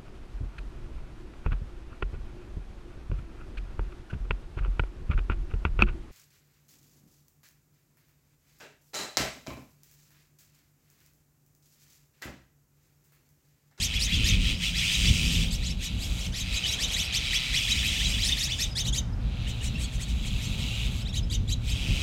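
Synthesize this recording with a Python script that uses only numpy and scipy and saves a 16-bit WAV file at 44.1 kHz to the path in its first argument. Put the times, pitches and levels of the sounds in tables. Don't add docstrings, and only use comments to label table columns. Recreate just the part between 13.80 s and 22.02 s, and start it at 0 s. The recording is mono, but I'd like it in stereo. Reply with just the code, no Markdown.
import sys
import numpy as np
from scipy import signal
from scipy.fft import rfft, irfft, next_fast_len
from scipy.io import wavfile
from scipy.ndimage import uniform_filter1d, map_coordinates

SR = 44100
rng = np.random.default_rng(int(sys.argv[2]) if len(sys.argv) > 2 else 0)


def waveform_to_disk(signal):
    frames = np.transpose(np.atleast_2d(signal))
    scaled = np.clip(frames, -1, 1) * 32767
    samples = np.round(scaled).astype(np.int16)
    wavfile.write(sys.argv[1], SR, samples)


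N = 362502
TIME = np.arange(N) / SR
SIDES = np.array([[.5], [-.5]])

# (time of the peak [s], bird, low voice's peak pitch [Hz], rise [s], level [dB], treble [dB])
CHIRPS = [(.058, "ahead", 3130, 0.058, -31, 7), (.169, "ahead", 2915, 0.05, -33, -12),
          (.255, "left", 3250, .062, -29.5, 7.5), (.335, "ahead", 2887, 0.075, -31, -17),
          (.366, "ahead", 3130, .054, -35.5, -4), (.497, "left", 3175, .055, -28, 1),
          (0.695, "ahead", 2780, 0.065, -36, -13), (.874, "ahead", 2960, 0.069, -34, -12),
          (0.995, "ahead", 2920, 0.066, -33, -4), (1.079, "ahead", 3000, 0.092, -32.5, -15),
          (1.15, "ahead", 3220, .054, -32.5, -4), (1.188, "far left", 3440, 0.073, -43, -3),
          (1.287, "ahead", 3040, 0.054, -29.5, -6.5), (1.362, "far left", 2790, 0.076, -39.5, -3),
          (1.482, "ahead", 3110, 0.059, -37, -5), (1.56, "far left", 3010, 0.068, -34, -3),
          (1.627, "ahead", 3040, 0.051, -39, -7), (1.683, "ahead", 3170, .06, -40, -8),
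          (1.755, "left", 2940, 0.048, -36.5, 10), (1.873, "ahead", 3520, 0.051, -38.5, 1.5),
          (1.914, "clear", 2750, 0.044, -42.5, 6), (2.068, "hoarse", 3030, .062, -35, -5),
          (2.253, "far left", 2830, 0.076, -38.5, 1), (2.417, "far left", 2740, 0.055, -41.5, 1),
          (2.465, "far left", 2700, 0.034, -39.5, 3), (2.572, "left", 2800, 0.051, -35, -6.5),
          (2.614, "far left", 3260, 0.06, -35.5, 3.5), (2.775, "far left", 3310, 0.057, -34, -0.5),
          (2.895, "clear", 2910, 0.055, -34.5, 1), (2.941, "far left", 3290, 0.049, -32, .5),
          (3.046, "ahead", 3150, .061, -30.5, -1.5), (3.104, "far left", 2760, 0.05, -37, -3),
          (3.146, "far left", 3315, 0.044, -31.5, 0), (3.214, "ahead", 3070, 0.072, -31.5, -3),
          (3.262, "far left", 2810, 0.057, -37.5, 0), (3.372, "ahead", 3064, 0.048, -29.5, -1),
          (3.48, "far left", 2730, 0.055, -37, -10), (3.567, "ahead", 2890, 0.059, -29.5, -5),
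          (3.78, "ahead", 2960, 0.062, -28.5, -4.5), (3.838, "ahead", 2975, 0.079, -34.5, -9),
          (3.925, "ahead", 3290, 0.052, -29.5, -6), (3.996, "ahead", 2977, 0.069, -32.5, -9),
          (4.085, "ahead", 3305, .06, -31, -2.5), (4.168, "ahead", 3020, .07, -35.5, -11),
          (4.213, "ahead", 3090, 0.065, -34, -10), (4.263, "ahead", 3375, .06, -32, -4),
          (4.317, "left", 2790, 0.048, -35.5, 9), (4.346, "ahead", 2965, 0.066, -36, -27),
          (4.435, "ahead", 3380, 0.055, -31, -2.5), (4.491, "left", 3125, .055, -29, 8),
          (4.528, "left", 3110, .047, -25.5, -14), (4.61, "left", 3225, 0.046, -29, -6.5),
          (4.662, "left", 3270, 0.055, -30.5, 5.5), (4.731, "ahead", 3054, .062, -32, -8),
          (4.836, "left", 3240, 0.049, -27.5, -1.5), (5.01, "left", 3220, 0.055, -29, -1),
          (5.087, "far left", 3150, .05, -33.5, 1), (5.186, "left", 3190, 0.059, -31, 4.5),
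          (5.709, "hoarse", 3125, 0.05, -39, -12), (5.874, "hoarse", 3075, 0.066, -37.5, -3.5),
          (6.045, "hoarse", 3410, 0.068, -37.5, -6), (6.16, "hoarse", 3180, 0.047, -45, -4),
          (6.233, "hoarse", 3450, 0.042, -38.5, -4), (6.312, "hoarse", 3090, 0.046, -43, -9),
          (6.482, "hoarse", 3250, 0.045, -40, -7), (6.663, "hoarse", 3300, 0.077, -40.5, -9),
          (6.835, "hoarse", 2761, 0.075, -43.5, -9), (7.225, "far left", 2660, .038, -44, -3),
          (7.299, "clear", 2836, 0.049, -46.5, -8), (7.381, "far left", 3230, 0.053, -36, -0.5),
          (7.55, "far left", 3130, 0.052, -35, 1), (7.73, "far left", 3330, .053, -35.5, 0),
          (7.923, "far left", 3240, 0.052, -39, 2)]
CHIRP_BIRDS = {"ahead": (1.2, 3, .4, -2.5, .033), "left": (1.185, 7.5, .33, -1, .215),
               "far left": (1.2, 1.5, .42, .5, .285), "hoarse": (1.34, 2, .65, 4.5, .125),
               "clear": (1.36, 6, .1, -4, 0)}
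# (time from the peak [rise times], pitch [share of peak], low voice [dB],
# high voice [dB], opening note [share])
CHIRP_ARCH = [(-1.14, .49, -32, -50, 1), (-.97, .51, -4, -22, 1), (-.68, .6, -3, -8, 1),
              (-.35, .8, -1, -3, 0), (-.17, .93, 0, -1, 0), (0, 1, 1, 1, 0), (.17, .97, -1, -1, 0),
              (.33, .87, -10, -8, 0), (.48, .76, -32, -30, 0)]
# (low voice [multiple], high voice [multiple], level [dB])
CHIRP_PARTIALS = [(1, 0, -1), (2, 0, -1.5), (3, 0, -16), (4, 0, -11), (5, 0, -19), (6, 0, -17), (0, 1, 1),
                  (1, 1, -6), (0, 2, -14), (2, 1, -15), (1, 2, -18), (3, 1, -16), (2, 2, -18)]
# (frequency [Hz], gain [dB])
THROAT_EQ = [(1500, -22), (2000, -5), (2700, -4), (3600, -0.5), (4500, -1), (6200, -2), (8000, 1.5),
             (10200, -10.5), (11600, -2), (13000, -12.5), (15500, -14)]
# (start [s], bird, length [s], body level [dB], edge level [dB], swell start to end [dB])
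RASPS = [(-.03, "harsh", 0.44, -36.5, -46, -1), (0.322, "harsh", .22, -31, -42, 5),
         (0.61, "harsh", 0.098, -31.5, -40, 4), (0.841, "harsh", 0.068, -32.5, -38, -6.5),
         (0.982, "harsh", 0.32, -30, -34.5, 1.5), (1.341, "harsh", 0.29, -32, -36, -3),
         (1.683, "left", 0.24, -42, -53, 0), (2.016, "left", .19, -42, -53, -6),
         (2.227, "left", 0.23, -41.5, -45.5, 0.5), (2.579, "dry", 0.12, -40.5, -50, 6),
         (2.716, "dry", 0.27, -37, -46, -3), (2.98, "dry", 0.41, -38, -54, 7.5),
         (3.393, "dry", .32, -32.5, -43, 2), (3.75, "harsh", 0.4, -32.5, -37, 1),
         (4.199, "harsh", 0.46, -36, -40, -5), (4.713, "harsh", 0.13, -42, -43.5, 5),
         (5.411, "left", 0.246, -48.5, -70, 13), (5.695, "left", 0.39, -45.5, -57, 1),
         (6.103, "left", 0.32, -45.5, -54, 3), (6.428, "left", 0.32, -40.5, -49, 2),
         (6.788, "left", 0.28, -37.5, -46.5, 1.5), (7.112, "left", 0.072, -43, -48.5, 2),
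         (7.3, "left", 0.67, -55.5, -64.5, -1), (7.87, "quick", 0.39, -37.5, -44.5, 6.5)]
RASP_BIRDS = {"harsh": (108.5, 2930, 1, .033), "dry": (124, 2800, -14, .03), "left": (131, 3100, -11, .28),
              "quick": (137.5, 3000, 2, .03)}
# (frequency [Hz], gain [dB])
RASP_BODY_EQ = [(700, -34), (1400, -8.5), (1650, -14), (2000, -1.5), (2550, 7), (3050, 0), (3550, 6),
                (4200, -1), (5500, -12.5)]
# (frequency [Hz], gain [dB])
RASP_EDGE_EQ = [(3300, -70), (4700, 5), (5600, 3), (6400, 3.5), (7100, 3.5), (8300, 5), (9800, -6.5),
                (11500, 0), (13000, -8), (15500, -5)]
# (start [s], length [s], start pitch [Hz], end pitch [Hz], level [dB])
THIN_NOTES = [(.739, 0.05, 4500, 5970, -49), (2.681, 0.16, 2460, 2540, -37.5),
              (2.831, .038, 3060, 2880, -28.5), (2.854, 0.025, 2950, 4000, -32),
              (4.894, .053, 5130, 4800, -50), (5.325, 0.022, 5000, 5380, -60),
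              (5.662, 0.024, 2806, 3000, -39), (5.805, .02, 2700, 2970, -39),
              (5.933, 0.05, 2606, 2760, -38.5), (6.79, 0.29, 2840, 2850, -40.5),
              (7.244, .042, 2900, 4610, -44), (7.427, 0.025, 4920, 5500, -50)]
# (time [s], level [dB])
BREEZE = [(0, -32.5), (.95, -35), (1.8, -30), (2.8, -35.5), (3.6, -35.5), (4.3, -31), (4.65, -33.5),
          (5.2, -30.5), (6.6, -30.5), (6.95, -33), (7.3, -29), (8.2, -29.5)]
# (start [s], length [s], level [dB], left minus right [dB])
GUSTS = [(.34, 0.4, -26, -7.5), (1.193, 0.47, -25.5, -7), (5.094, 0.025, -27.5, -2), (6.68, 0.13, -31, -1),
         (8.074, 0.18, -25, -2)]
# (frequency [Hz], gain [dB])
WIND_EQ = [(18, -14), (39, -1), (54, 2.5), (80, -4.5), (119, -8), (145, -13), (180, -12), (245, -18),
           (326, -30), (410, -34), (520, -35.5), (680, -54), (1500, -80)]
# (time [s], level [dB])
TRAFFIC_LEVEL = [(0, -54.5), (1.3, -52.5), (2.1, -54), (2.7, -50), (3.5, -50), (5.2, -52.5), (6.1, -52.5),
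                 (6.95, -50), (7.5, -53.5), (8.22, -49.5)]
# (frequency [Hz], gain [dB])
TRAFFIC_EQ = [(120, 0), (250, 3), (380, -3), (520, 0), (800, -1.5), (1050, -6), (1400, -5.5), (3000, -15),
              (6000, -23), (15000, -35)]
# (time [s], pitch [Hz], level [dB])
ENGINE_HUMS = [(0, 170, -60), (.8, 177.7, -42.5), (1.6, 168.7, -36), (2.1, 169.1, -53.5), (3.2, 173.6, -52),
               (4.2, 115.3, -51.5), (5.2, 120.1, -36.5), (6.4, 119.2, -42), (7.3, 113.6, -37.5),
               (8.2, 109.2, -40.5)]
# (frequency [Hz], gain [dB])
PORT_EQ = [(2600, 0.5), (3700, 0.5), (5000, 3.5), (8500, 0), (10800, -1), (15000, -1.5)]
# (frequency [Hz], left minus right [dB])
PORT_BALANCE = [(1000, .5), (2400, 1.5), (3600, -2), (6300, -2.5), (7700, 1), (9200, 7), (11000, -0.5),
                (14000, -0.5)]


def chirp(peak_hz, ratio, rise_s, treble_db, opening_db, rough, flutter_db=3, hiss_db=-5, air_db=-13):
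    arch_t, share, low_db, high_db, opening = np.transpose(CHIRP_ARCH)
    t = np.arange(arch_t[0], arch_t[-1], 1 / (rise_s * SR))
    size = len(t)
    pitch = peak_hz * uniform_filter1d(np.interp(t, arch_t, share), size=300, mode="nearest")
    low_hz, high_hz = (pitch * r * (1 + .04 * rough * wobble(692.6, size) + .0072 * wobble(90.8, size))
                       for r in (1, ratio))
    low_gain = undb(np.interp(t, arch_t, low_db + opening_db * opening))
    high_gain = undb(np.interp(t, arch_t, high_db))
    beak_db = treble_db - 16 * np.maximum(t, 0)
    tone = 0
    for low_multiple, high_multiple, db in CHIRP_PARTIALS:
        hz = low_multiple * low_hz + high_multiple * high_hz
        phase = 2 * np.pi * (np.cumsum(hz) / SR + rng.random())
        voice_gain = high_gain if high_multiple else low_gain
        beak = undb(beak_db * np.clip((hz - 3700) / 1000, 0, 1)) * (hz < SR / 2)
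        flutter = undb(flutter_db * wobble(308.8, size))
        hiss = rough * undb(hiss_db) * (hz / 3500) ** .59 * wobble(2600, size)
        tone += undb(db) * eq_gain(hz, THROAT_EQ) * beak * voice_gain * (flutter + hiss) * np.sin(phase)
    throat = eq_gain(np.fft.rfftfreq(size, 1 / SR), THROAT_EQ)
    air = irfft(rfft(rng.standard_normal(size)) * throat, size)
    air = unit(air * np.exp(-((t + .35) / .38) ** 2) * signal.windows.tukey(size, .2))
    air_gain = undb(air_db + treble_db / 2) * (1 + 4 * rough ** 2)
    return unit(unit(tone) + air_gain * air)


def chirps(trim_db=-.8, bright_db=.16, shift_ms=.024):
    out = np.zeros((2, N + 2 * SR))
    for peak_s, bird, peak_hz, rise_s, db, treble_db in CHIRPS:
        ratio, opening_db, rough, pan_db, lead_ms = CHIRP_BIRDS[bird]
        opening_db += .39 * treble_db
        voice = chirp(peak_hz, ratio, rise_s, treble_db + bright_db, opening_db, rough)
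        lead_ms += shift_ms * rng.standard_normal()
        start = SR + int((peak_s + CHIRP_ARCH[0][0] * rise_s) * SR)
        out[:, start:start + len(voice)] += undb(db + trim_db) * pan(voice, lead_ms, pan_db)
    return out[:, SR:SR + N]


def rasp(rate_hz, ring_hz, ring_db, body_db, edge_db, sweep=.54, blip_share=.55, scatter_db=.4):
    cycle = np.cumsum(rate_hz * (1 + .012 * wobble(60))) / SR % 1
    strength = undb(scatter_db * wobble(110))
    puff = np.minimum(cycle / .61, 1) * np.exp(-cycle / .33) * strength
    blip_hz = ring_hz * (1 + sweep * (blip_share / 2 - cycle) + .075 * wobble(300))
    blip_shape = np.sin(np.pi * np.minimum(cycle / blip_share, 1)) * strength
    blip = unit(blip_shape * np.sin(2 * np.pi * np.cumsum(blip_hz) / SR))
    burst = equalise(puff * rng.standard_normal(N), RASP_BODY_EQ)
    body = (burst + undb(ring_db) * blip) / np.hypot(1, undb(ring_db))
    edge = equalise((puff + .3) * rng.standard_normal(N), RASP_EDGE_EQ)
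    return undb(body_db) * body + undb(edge_db) * edge


def rasps(first_db=-1.59, second_db=-4):
    body, edge, voice = np.zeros(N), np.zeros(N), np.zeros((4, N))
    for start_s, bird, length_s, db, treble_db, swell_db in RASPS:
        shape = envelope(start_s, length_s, attack_s=.038, release_s=.041, swell_db=swell_db)
        body = np.maximum(body, undb(db) * shape)
        edge = np.maximum(edge, undb(treble_db) * shape)
        voice[:, max(int(start_s * SR), 0):] = np.array(RASP_BIRDS[bird])[:, None]
    body_db, edge_db = 20 * np.log10(np.array([body, edge]) + 1e-9)
    rate_hz, ring_hz, ring_db, lead_ms = uniform_filter1d(voice, size=1500, axis=1)
    first = rasp(rate_hz * (1 + .012 * wobble(3)), ring_hz, ring_db, body_db, edge_db)
    second = rasp(rate_hz=124 * (1 + .06 * wobble(2)), ring_hz=2600 * (1 + .07 * wobble(2.8)),
                  ring_db=-4, body_db=body_db, edge_db=edge_db - 5)
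    return (undb(first_db) * pan(first, lead_ms, pan_db=.16)
            + undb(second_db) * pan(second, lead_ms=.323, pan_db=-.2))


def thin_notes(waver=.023, flutter_db=3, octave_db=-20):
    out = np.zeros(N + SR)
    for start_s, length_s, from_hz, to_hz, db in THIN_NOTES:
        size, start = int(length_s * SR), int(start_s * SR)
        hz = np.linspace(from_hz, to_hz, size) * (1 + waver * wobble(338, size))
        phase = 2 * np.pi * np.cumsum(hz) / SR
        tone = np.sin(phase) + undb(octave_db) * np.sin(2 * phase)
        swell = signal.windows.tukey(size, .5) * undb(flutter_db * wobble(239, size))
        out[start:start + size] += undb(db) * unit(swell * tone)
    return pan(out[:N], lead_ms=.24, pan_db=0)


def tree_echoes(birds, early_db=-6.5, early_decay_s=.01, tail_db=-15, t60_s=.3, treble_t60_s=.16):
    t = TIME[:SR]
    noise = rng.standard_normal((2, SR))
    low = signal.sosfilt(signal.butter(2, 4200, fs=SR, output="sos"), noise)
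    tail = low * undb(-60 * t / t60_s) + .5 * (noise - low) * undb(-60 * t / treble_t60_s)
    tail *= np.minimum(t / .015, 1)
    taps = rng.standard_normal((2, SR)) * (rng.random((2, SR)) < 1500 / SR)
    early = taps * np.exp(-t / early_decay_s) * (t > .001)
    impulse = (undb(tail_db) * unit(tail) + undb(early_db) * unit(early)) / np.sqrt(SR)
    return signal.fftconvolve(birds, impulse, axes=1)[:, :N]


def wind(breeze_pan_db=-1.5, buffet_db=2):
    breeze_db, = automation(BREEZE)
    force = undb(breeze_db + breeze_pan_db * SIDES)
    for start_s, length_s, db, pan_db in GUSTS:
        gust = undb(db + pan_db * SIDES) * envelope(start_s, length_s, attack_s=.019, release_s=.038)
        force = np.hypot(force, gust)
    return stereo_noise(WIND_EQ, side_db=-5) * force * undb(buffet_db * wobble(16))


def traffic(wash_trim_db=1, swell_db=1.65, flutter_db=3.6):
    wash_db, = automation(TRAFFIC_LEVEL)
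    hum_hz, hum_db = automation(ENGINE_HUMS)
    phase = 2 * np.pi * np.cumsum(hum_hz * (1 + .056 * wobble(40))) / SR
    hum = unit(np.sin(phase) * undb(flutter_db * wobble(23)))
    wash = stereo_noise(TRAFFIC_EQ, side_db=-4.5)
    return wash * undb(wash_db + wash_trim_db + swell_db * wobble(3.003)) + undb(hum_db) * hum


def undb(db):
    return 10 ** (np.asarray(db) / 20)


def unit(x):
    return x / np.sqrt(np.mean(x ** 2) + 1e-18)


def automation(table):
    times, *columns = np.transpose(table)
    return [np.interp(TIME, times, column) for column in columns]


def envelope(start_s, length_s, attack_s, release_s, swell_db=0):
    t = TIME - start_s
    outside = np.maximum(-t / attack_s, (t - length_s) / release_s)
    swell = undb(swell_db * (np.clip(t / length_s, 0, 1) - .5))
    return np.exp(-np.clip(outside, 0, 20)) * swell


def wobble(rate_hz, size=N):
    steps = np.arange(size) * rate_hz / SR
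    return map_coordinates(rng.standard_normal(int(steps[-1]) + 2), [steps], order=2, mode="nearest")


def eq_gain(hz, eq):
    eq_hz, db = np.transpose(eq)
    return undb(np.interp(np.log(hz + 1e-9), np.log(eq_hz), db))


def equalise(x, eq):
    size = next_fast_len(N + 4096)
    hz = np.fft.rfftfreq(size, 1 / SR)
    rolloff = np.minimum(hz / eq[0][0], 1) ** 2 / np.maximum(hz / eq[-1][0], 1) ** 2
    return unit(irfft(rfft(x, size) * eq_gain(hz, eq) * rolloff, size)[..., :N])


def stereo_noise(eq, side_db):
    mid, side = equalise(rng.standard_normal((2, N)), eq)
    return mid + undb(side_db) * side * np.array([[1], [-1]])


def pan(x, lead_ms, pan_db):
    late = map_coordinates(x, [np.arange(len(x)) - lead_ms * SR / 1000], order=3)
    return np.array([x, late]) * undb(pan_db * SIDES)


def scene():
    birds = chirps() + rasps() + thin_notes()
    return birds + tree_echoes(birds) + wind() + traffic()


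def record(dry, cutoff_hz=15850):
    size = next_fast_len(N + 4096)
    hz = np.fft.rfftfreq(size, 1 / SR)
    gain = eq_gain(hz, PORT_EQ) * eq_gain(hz, PORT_BALANCE) ** SIDES
    coloured = irfft(rfft(dry, size) * gain, size)[:, :N]
    return signal.sosfilt(signal.ellip(10, .2, 80, cutoff_hz, fs=SR, output="sos"), coloured)


dry = scene()
out = record(dry)
waveform_to_disk(out)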